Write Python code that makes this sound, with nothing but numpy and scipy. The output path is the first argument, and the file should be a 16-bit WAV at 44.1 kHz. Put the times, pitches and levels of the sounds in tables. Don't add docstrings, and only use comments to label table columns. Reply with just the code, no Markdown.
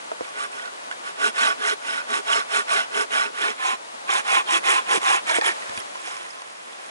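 import sys
import numpy as np
from scipy import signal
from scipy.fft import rfft, irfft, next_fast_len
from scipy.io import wavfile

SR = 44100
rng = np.random.default_rng(int(sys.argv[2]) if len(sys.argv) > 2 else 0)


def how_loud(loudness_db):
    steps = np.asarray(loudness_db, float) / 20
    return 10 ** steps


def transcribe(u):
    v = np.clip(np.atleast_2d(u).T, -1, 1)
    q = np.round(v * 32767).astype(np.int16)
    wavfile.write(sys.argv[1], SR, q)


N = 304646
FFT_SIZE = next_fast_len(N)
HZ = np.fft.rfftfreq(FFT_SIZE, 1 / SR) + 1e-3


def saw():
    # frequency in Hz, level in dB per Hz.
    fibres_far = [(450, -7), (800, 5.5), (1000, -4), (1300, 5), (1700, 3), (2500, 3), (3300, 1), (4100, -4),
                  (4500, -9.5)]
    fibres_near = [(450, -9.5), (700, -1), (940, 0), (1300, 2.5), (1900, 1.5), (2600, -4), (3400, -2),
                   (4100, -8), (4500, -15)]
    hiss_colour = [(4700, -11.5), (5100, -7.5), (5450, -6), (5900, -5.5), (6800, -4.5), (7500, -6.5),
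                   (8100, -7), (8800, -8.5), (9400, -6), (11200, -10.5)]
    # frequency in Hz, width in Hz, level in dB.
    log_far = [(660, 67, 11), (909, 60, 9), (1140, 54, 18.5), (1214, 92, 6), (1446, 91, 20.5),
               (1497, 204, 12.5), (2590, 400, -5.5), (5350, 230, 4)]
    log_near = [(645, 59, 2.9), (773, 61, 10), (831, 59, 11.7), (1043, 44, 21.5), (1150, 68, 11.5),
                (1430, 100, 8.3), (1820, 82, 4), (2490, 520, 8.9)]
    log_breaking = [(643, 180, 9.5), (920, 100, 8), (1150, 60, -1), (1830, 200, 11), (2260, 280, 14)]
    # frequency in Hz, width in Hz, level in dB.
    bend_far = [(247, 51, -10), (290, 54, -13.5), (418, 50, 1.7)]
    bend_near = [(235, 65, -9.5), (324.5, 35, 2.5), (396, 162, 1.5)]
    move_s = (3.4, 3.6)
    break_start_s, break_end_s = 5.25, 5.56
    near_hiss_db = 1
    rumble_cut_hz = 144

    t = np.arange(N) / SR
    cut_db, hiss_db, boom_db, ring_db = strokes()
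    tear = clumps(teeth(cut_db, bite_db=1.0, grain_db=2.5), 1675, 4310, depth_db=5.5, count=16)
    shake = teeth(cut_db, bite_db=0.0, grain_db=2.27)
    near = np.interp(t, move_s, [0, 1])
    breaking = (t > break_start_s) & (t < break_end_s)
    stages = ((1 - near, fibres_far, log_far, bend_far),
              (near * ~breaking, fibres_near, log_near, bend_near),
              (breaking, fibres_near, log_breaking, bend_near))
    whole = 0
    for share, fibres, log, bend in stages:
        torn = rms_one(colour(tear, fibres))
        ringing = modes(shake, log, wander_db=1.5, order=2)
        wood = rms_one(torn + how_loud(ring_db) * ringing)
        boom = rms_one(modes(shake, bend, wander_db=5.0, order=2))
        whole = whole + np.sqrt(share * 1.0) * (wood + how_loud(boom_db) * boom)
    rasp = clumps(teeth(cut_db, bite_db=0.0, grain_db=4.0), 5157, 11300, depth_db=5.5, count=12)
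    whole = whole + how_loud(hiss_db + near_hiss_db * near) * rms_one(colour(rasp, hiss_colour))
    return highpass(how_loud(cut_db) * whole, rumble_cut_hz)


def strokes():
    # start in seconds, length in seconds, crest level in dB,
    # crest place from 0 to 1, extra boom in dB.
    pushes = [(0.278, 0.21, -35.5, 0.68, -4.5), (0.995, 0.14, -40.5, 0.62, 2.5),
              (1.11, 0.21, -28.5, 0.69, 4), (1.522, 0.24, -28.5, 0.67, 1), (2.033, 0.19, -30, 0.62, 7),
              (2.467, 0.18, -27.5, 0.54, -0.7), (2.855, 0.21, -28.5, 0.67, -0.8),
              (3.282, 0.28, -32, 0.59, -0.6), (4.047, 0.19, -27, 0.54, -3), (4.396, 0.21, -25, 0.71, -2),
              (4.789, 0.21, -25, 0.73, -3), (5.235, 0.11, -27.5, 0.62, -10), (5.305, 0.11, -27, 0.49, -3)]
    pulls = [(0.5, 0.26, -43, 0.31, 2), (1.325, 0.24, -25.5, 0.49, -1.5), (1.788, 0.28, -34, 0.49, 1),
             (2.234, 0.22, -26.5, 0.49, 0), (2.659, 0.22, -26, 0.42, -1), (3.096, 0.23, -28, 0.34, 3),
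             (3.52, 0.26, -29.5, 0.63, -1.5), (4.2, 0.24, -24.5, 0.61, -7), (4.62, 0.225, -24, 0.4, -2.5),
             (4.97, 0.25, -24.5, 0.57, -8.5), (5.42, 0.13, -26, 0.37, -4)]
    # time in seconds, level in dB.
    rubbing = [(0.2, -56), (0.235, -45.5), (0.31, -50), (0.5, -58), (0.75, -52), (0.905, -57), (0.924, -50),
               (0.966, -63.5), (5.5, -57.5), (5.56, -46), (5.72, -47.5), (5.786, -38.5), (5.84, -53),
               (6.02, -45), (6.07, -39), (6.32, -47.5), (6.55, -51.5), (6.9, -48)]
    # hiss, boom and ring at (start, end) of a stroke, dB over the cut
    push_laws = ((-9.5, -4), (-15, -8), (-0.5, 3.5))
    pull_laws = ((-6.5, -8.5), (-17.5, -11.5), (-0.5, 5.3))
    rub_hiss_db, rub_boom_db, rub_ring_db = -5, -14.5, -2.2
    speed_power = 2.065
    steady = 0.87
    hiss_slow_db = -4

    t = np.arange(N) / SR
    power = how_loud(2 * in_time(rubbing)[0])
    mix = power * np.array([[rub_hiss_db], [rub_boom_db], [rub_ring_db]])
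    for table, laws in ((pushes, push_laws), (pulls, pull_laws)):
        for s, length, crest_db, crest, weight_db in table:
            now = slice(round(s * SR), round((s + length) * SR))
            along = np.clip((t[now] - s) / length, 0, 1)
            skew = np.log(0.5) / np.log(np.clip(crest, 0.1, 0.9))
            speed = np.abs(np.sin(np.pi * along ** skew))
            held = np.tanh(steady * speed) / np.tanh(steady)
            stroke = how_loud(2 * crest_db) * held ** (2 * speed_power)
            hiss, boom, ring = (first + (last - first) * along for first, last in laws)
            power[now] += stroke
            mix[:, now] += stroke * np.array([hiss + hiss_slow_db * (1 - speed), boom + weight_db, ring])
    return 10 * np.log10(power), *(mix / power)


def teeth(cut_db, bite_db, grain_db):
    slow_hz, fast_hz = 59.5, 169.9
    speed = np.clip((cut_db + 46.5) / 20, 0, 1)
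    bite_hz = (slow_hz + (fast_hz - slow_hz) * speed) * how_loud(2.0 * drift(40))
    count = np.cumsum(bite_hz / SR)
    strength = rng.standard_normal(4000)[count.astype(int) % 4000]
    bites = how_loud(bite_db * (1.3 - 4.4 * (count % 1) + 0.5 * strength))
    grains = how_loud(grain_db * np.minimum(rng.exponential(1, N), 6))
    return rms_one(bites * grains * rng.standard_normal((2, N)))


def clumps(x, low_hz, high_hz, depth_db, count):
    width = (high_hz / low_hz) ** (1 / count) - 1
    flares = [(hz, width * hz, -3) for hz in np.geomspace(low_hz, high_hz, count)]
    unrelated = x * np.sign(np.roll(x, 900, axis=1))
    return x + modes(unrelated, flares, wander_db=depth_db, rate=29.5)


def modes(x, table, wander_db, rate=14, order=1):
    total = 0
    for k, (hz, width, db) in enumerate(table):
        drive = x * how_loud(db + wander_db * drift(rate))
        total = total + (-1) ** k * resonate(drive, hz, width, order=order)
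    return total


def resonate(x, hz, width_hz, order=1):
    r = np.exp(-np.pi * width_hz / SR)
    stage = [(1 - r * r) / 2, 0, (r * r - 1) / 2, 1, -2 * r * np.cos(2 * np.pi * hz / SR), r * r]
    return signal.sosfilt([stage] * order, x)


def knocks():
    # time in seconds, peak in dB, wood pitch in Hz, crack in dB over peak.
    snaps = [
        (0.1165, -16.5, 655, -23),
        (0.2085, -16, 498, -21),
        (0.595, -28, 1860, -31),
        (0.9125, -21, 1500, -9),
        (0.925, -27, 1700, -10),
        (4.975, -18, 340, -29.5),
        (5.385, -11.5, 474, -28),
        (5.412, -15.5, 1820, -6),
        (5.42, -15.5, 850, -12),
        (5.775, -24.5, 2430, 0),
    ]
    # time in seconds, peak in dB, wood pitch in Hz,
    # crack in dB over peak.
    catches = [(0.279, -36, 1140, -5), (0.624, -42, 1150, 4), (0.656, -32, 1520, -1),
               (0.677, -32, 1430, -15), (1.47, -16.5, 1168, -18), (1.689, -34, 1546, -17),
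               (4.092, -16.5, 1150, -19.5), (4.638, -29.5, 1099, -17), (5.016, -25.5, 1120, -2.5),
               (5.296, -17.5, 970, -2.5), (5.304, -20, 674, -22), (5.622, -31.5, 1930, -11),
               (5.694, -33.5, 1750, 7), (5.954, -30, 1030, -11.5), (6.074, -29.5, 730, 0.5),
               (6.11, -29, 1035, -2), (6.167, -34, 1014, 5), (6.333, -42.5, 1240, 1.5),
               (6.419, -36, 1004, 1)]
    # time in seconds, peak in dB.
    thuds = [
        (0.209, -40),
        (0.911, -58),
        (2.261, -52),
        (5.385, -54),
        (5.696, -37),
        (5.776, -32.5),
    ]
    snap_t60_s, catch_t60_s, crack_t60_s, thud_t60_s = 0.037, 0.082, 0.014, 0.04
    partials = ((0.7, 0.15), (1, 0.54), (1.35, 0.28), (1.9, 0.23))

    t = np.arange(6000) / SR
    out = np.zeros((2, N + len(t)))
    crack_band = signal.butter(2, [1200, 6500], "band", fs=SR, output="sos")
    for table, t60 in ((snaps, snap_t60_s), (catches, catch_t60_s)):
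        fade = how_loud(-60 * t / t60)
        for s, peak_db, hz, crack_db in table:
            rise = 1 - np.exp(-t * hz * 4.8)
            wood = 0
            for ratio, share in partials:
                wood = wood + share * np.sin(2 * np.pi * ratio * hz * t) * fade ** ratio
            wood = highpass(rise * wood, 0.5 * hz)
            splinter = signal.sosfilt(crack_band, rng.standard_normal((2, len(t))))
            crack = how_loud(crack_db) * how_loud(-60 * t / crack_t60_s) * splinter
            i = round(s * SR)
            out[:, i:i + len(t)] += how_loud(peak_db) * (0.99 * wood * [[1], [0]] + 1.46 * crack)
    body = np.sin(2 * np.pi * 95 * t) + np.sin(2 * np.pi * 210 * t)
    thud = how_loud(-60 * t / thud_t60_s) * (1 - np.exp(-t / 0.0015)) * body
    for s, peak_db in thuds:
        i = round(s * SR)
        out[0, i:i + len(t)] += how_loud(peak_db) * thud
    return out[:, :N]


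def air():
    # time in seconds, level in dB.
    air_level = [(0.0, -43.5), (0.38, -46.5), (1.0, -43.5), (1.54, -43.5), (1.65, -45.5), (2.8, -42),
                 (3.59, -46.5), (3.71, -46.5), (4.11, -44), (4.26, -43.5), (5.34, -41), (5.46, -41),
                 (6.55, -47.5), (6.9, -46.5)]
    # frequency in Hz, level in dB per Hz.
    air_colour = [(18, -60), (30, -52), (110, -22), (227, -10), (364, -7.5), (567, 0), (675, 0), (1130, -1),
                  (1350, -3), (9030, -13.5), (11000, -16), (14300, -51)]
    level_db = in_time(air_level)[0] + 0.81 * drift(0.81)
    leaves = clumps(rng.standard_normal((2, N)), 40, 320, depth_db=5.0, count=5)
    return how_loud(level_db) * rms_one(colour(leaves, air_colour))


def ports(pair, table):
    lead, alike, balance_db = over_hz(table)
    alike = np.clip(alike, 0, 1)
    same, other = rfft(pair, FFT_SIZE)
    shared = how_loud(balance_db) * np.sqrt(alike) * np.exp(1j * lead)
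    own = how_loud(balance_db) * np.sqrt(1 - alike)
    mean = np.sqrt(np.abs(1 + shared) ** 2 + own ** 2) / 2
    left = shared * same + own * other
    return irfft(np.array([left, same]) / mean, FFT_SIZE)[:, :N]


def rms_one(x):
    return x / np.sqrt(np.mean(x ** 2) + 1e-20)


def in_time(rows):
    s, *columns = np.transpose(rows)
    return [np.interp(np.arange(N) / SR, s, c) for c in columns]


def over_hz(rows):
    hz, *columns = np.transpose(rows)
    return [np.interp(np.log(HZ), np.log(hz), c) for c in columns]


def colour(x, spectrum):
    outside = np.maximum(spectrum[0][0] / HZ, 1) * np.maximum(HZ / spectrum[-1][0], 1)
    gain = how_loud(over_hz(spectrum)[0]) / outside ** 4
    return irfft(rfft(x, FFT_SIZE) * gain, FFT_SIZE)[..., :N]


def highpass(x, hz):
    return signal.sosfilt(signal.butter(2, hz, "high", fs=SR, output="sos"), x)


def drift(rate):
    r = np.exp(-80 * np.pi * rate / SR)
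    slow = signal.lfilter([1], [1, -2 * r, r * r], rng.standard_normal(N // 40 + 2002))[2000:]
    return np.interp(np.arange(N) / 40, np.arange(len(slow)), rms_one(slow))


def scene():
    # frequency in Hz, left lead in radians,
    # likeness from 0 to 1, left over right in dB.
    ports_saw = [(60, 1.6, 0, 11), (150, 1.7, 0.67, 3.5), (340, 2.21, 0.9, -1), (1230, 2.49, 1, -1.5),
                 (3560, 2.15, 0.86, -4.5), (4730, 1.7, 0.7, -7.5), (5460, 4, 0.3, -12), (5530, .5, 0, 1.5),
                 (6300, .05, 0.6, -11), (7350, .01, 0.6, -7), (10300, .01, 0.4, -15)]
    ports_air = [(100, 5.8, 0.077, 0.5), (285, 4, 0.33, 0), (730, 2.66, 0.67, 0.2), (1980, 3.77, 0.57, 1),
                 (3980, 3.8, 0.19, 2), (5730, 3.9, .08, 5.5), (6260, 15.6, 0.65, 1),
                 (7960, 3.94, 0.33, 5.5), (11540, 15.2, 0.1, 5)]
    return ports(saw() + knocks(), ports_saw) + ports(air(), ports_air)


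def top_cut(x):
    return signal.sosfilt(signal.butter(12, 12180, fs=SR, output="sos"), x)


def record(dry):
    cutoff_hz = 10990
    cut = signal.sosfilt(signal.ellip(10, 0.5, 60, cutoff_hz, fs=SR, output="sos"), dry)
    return top_cut(cut)


dry = scene()
out = record(dry)
transcribe(out)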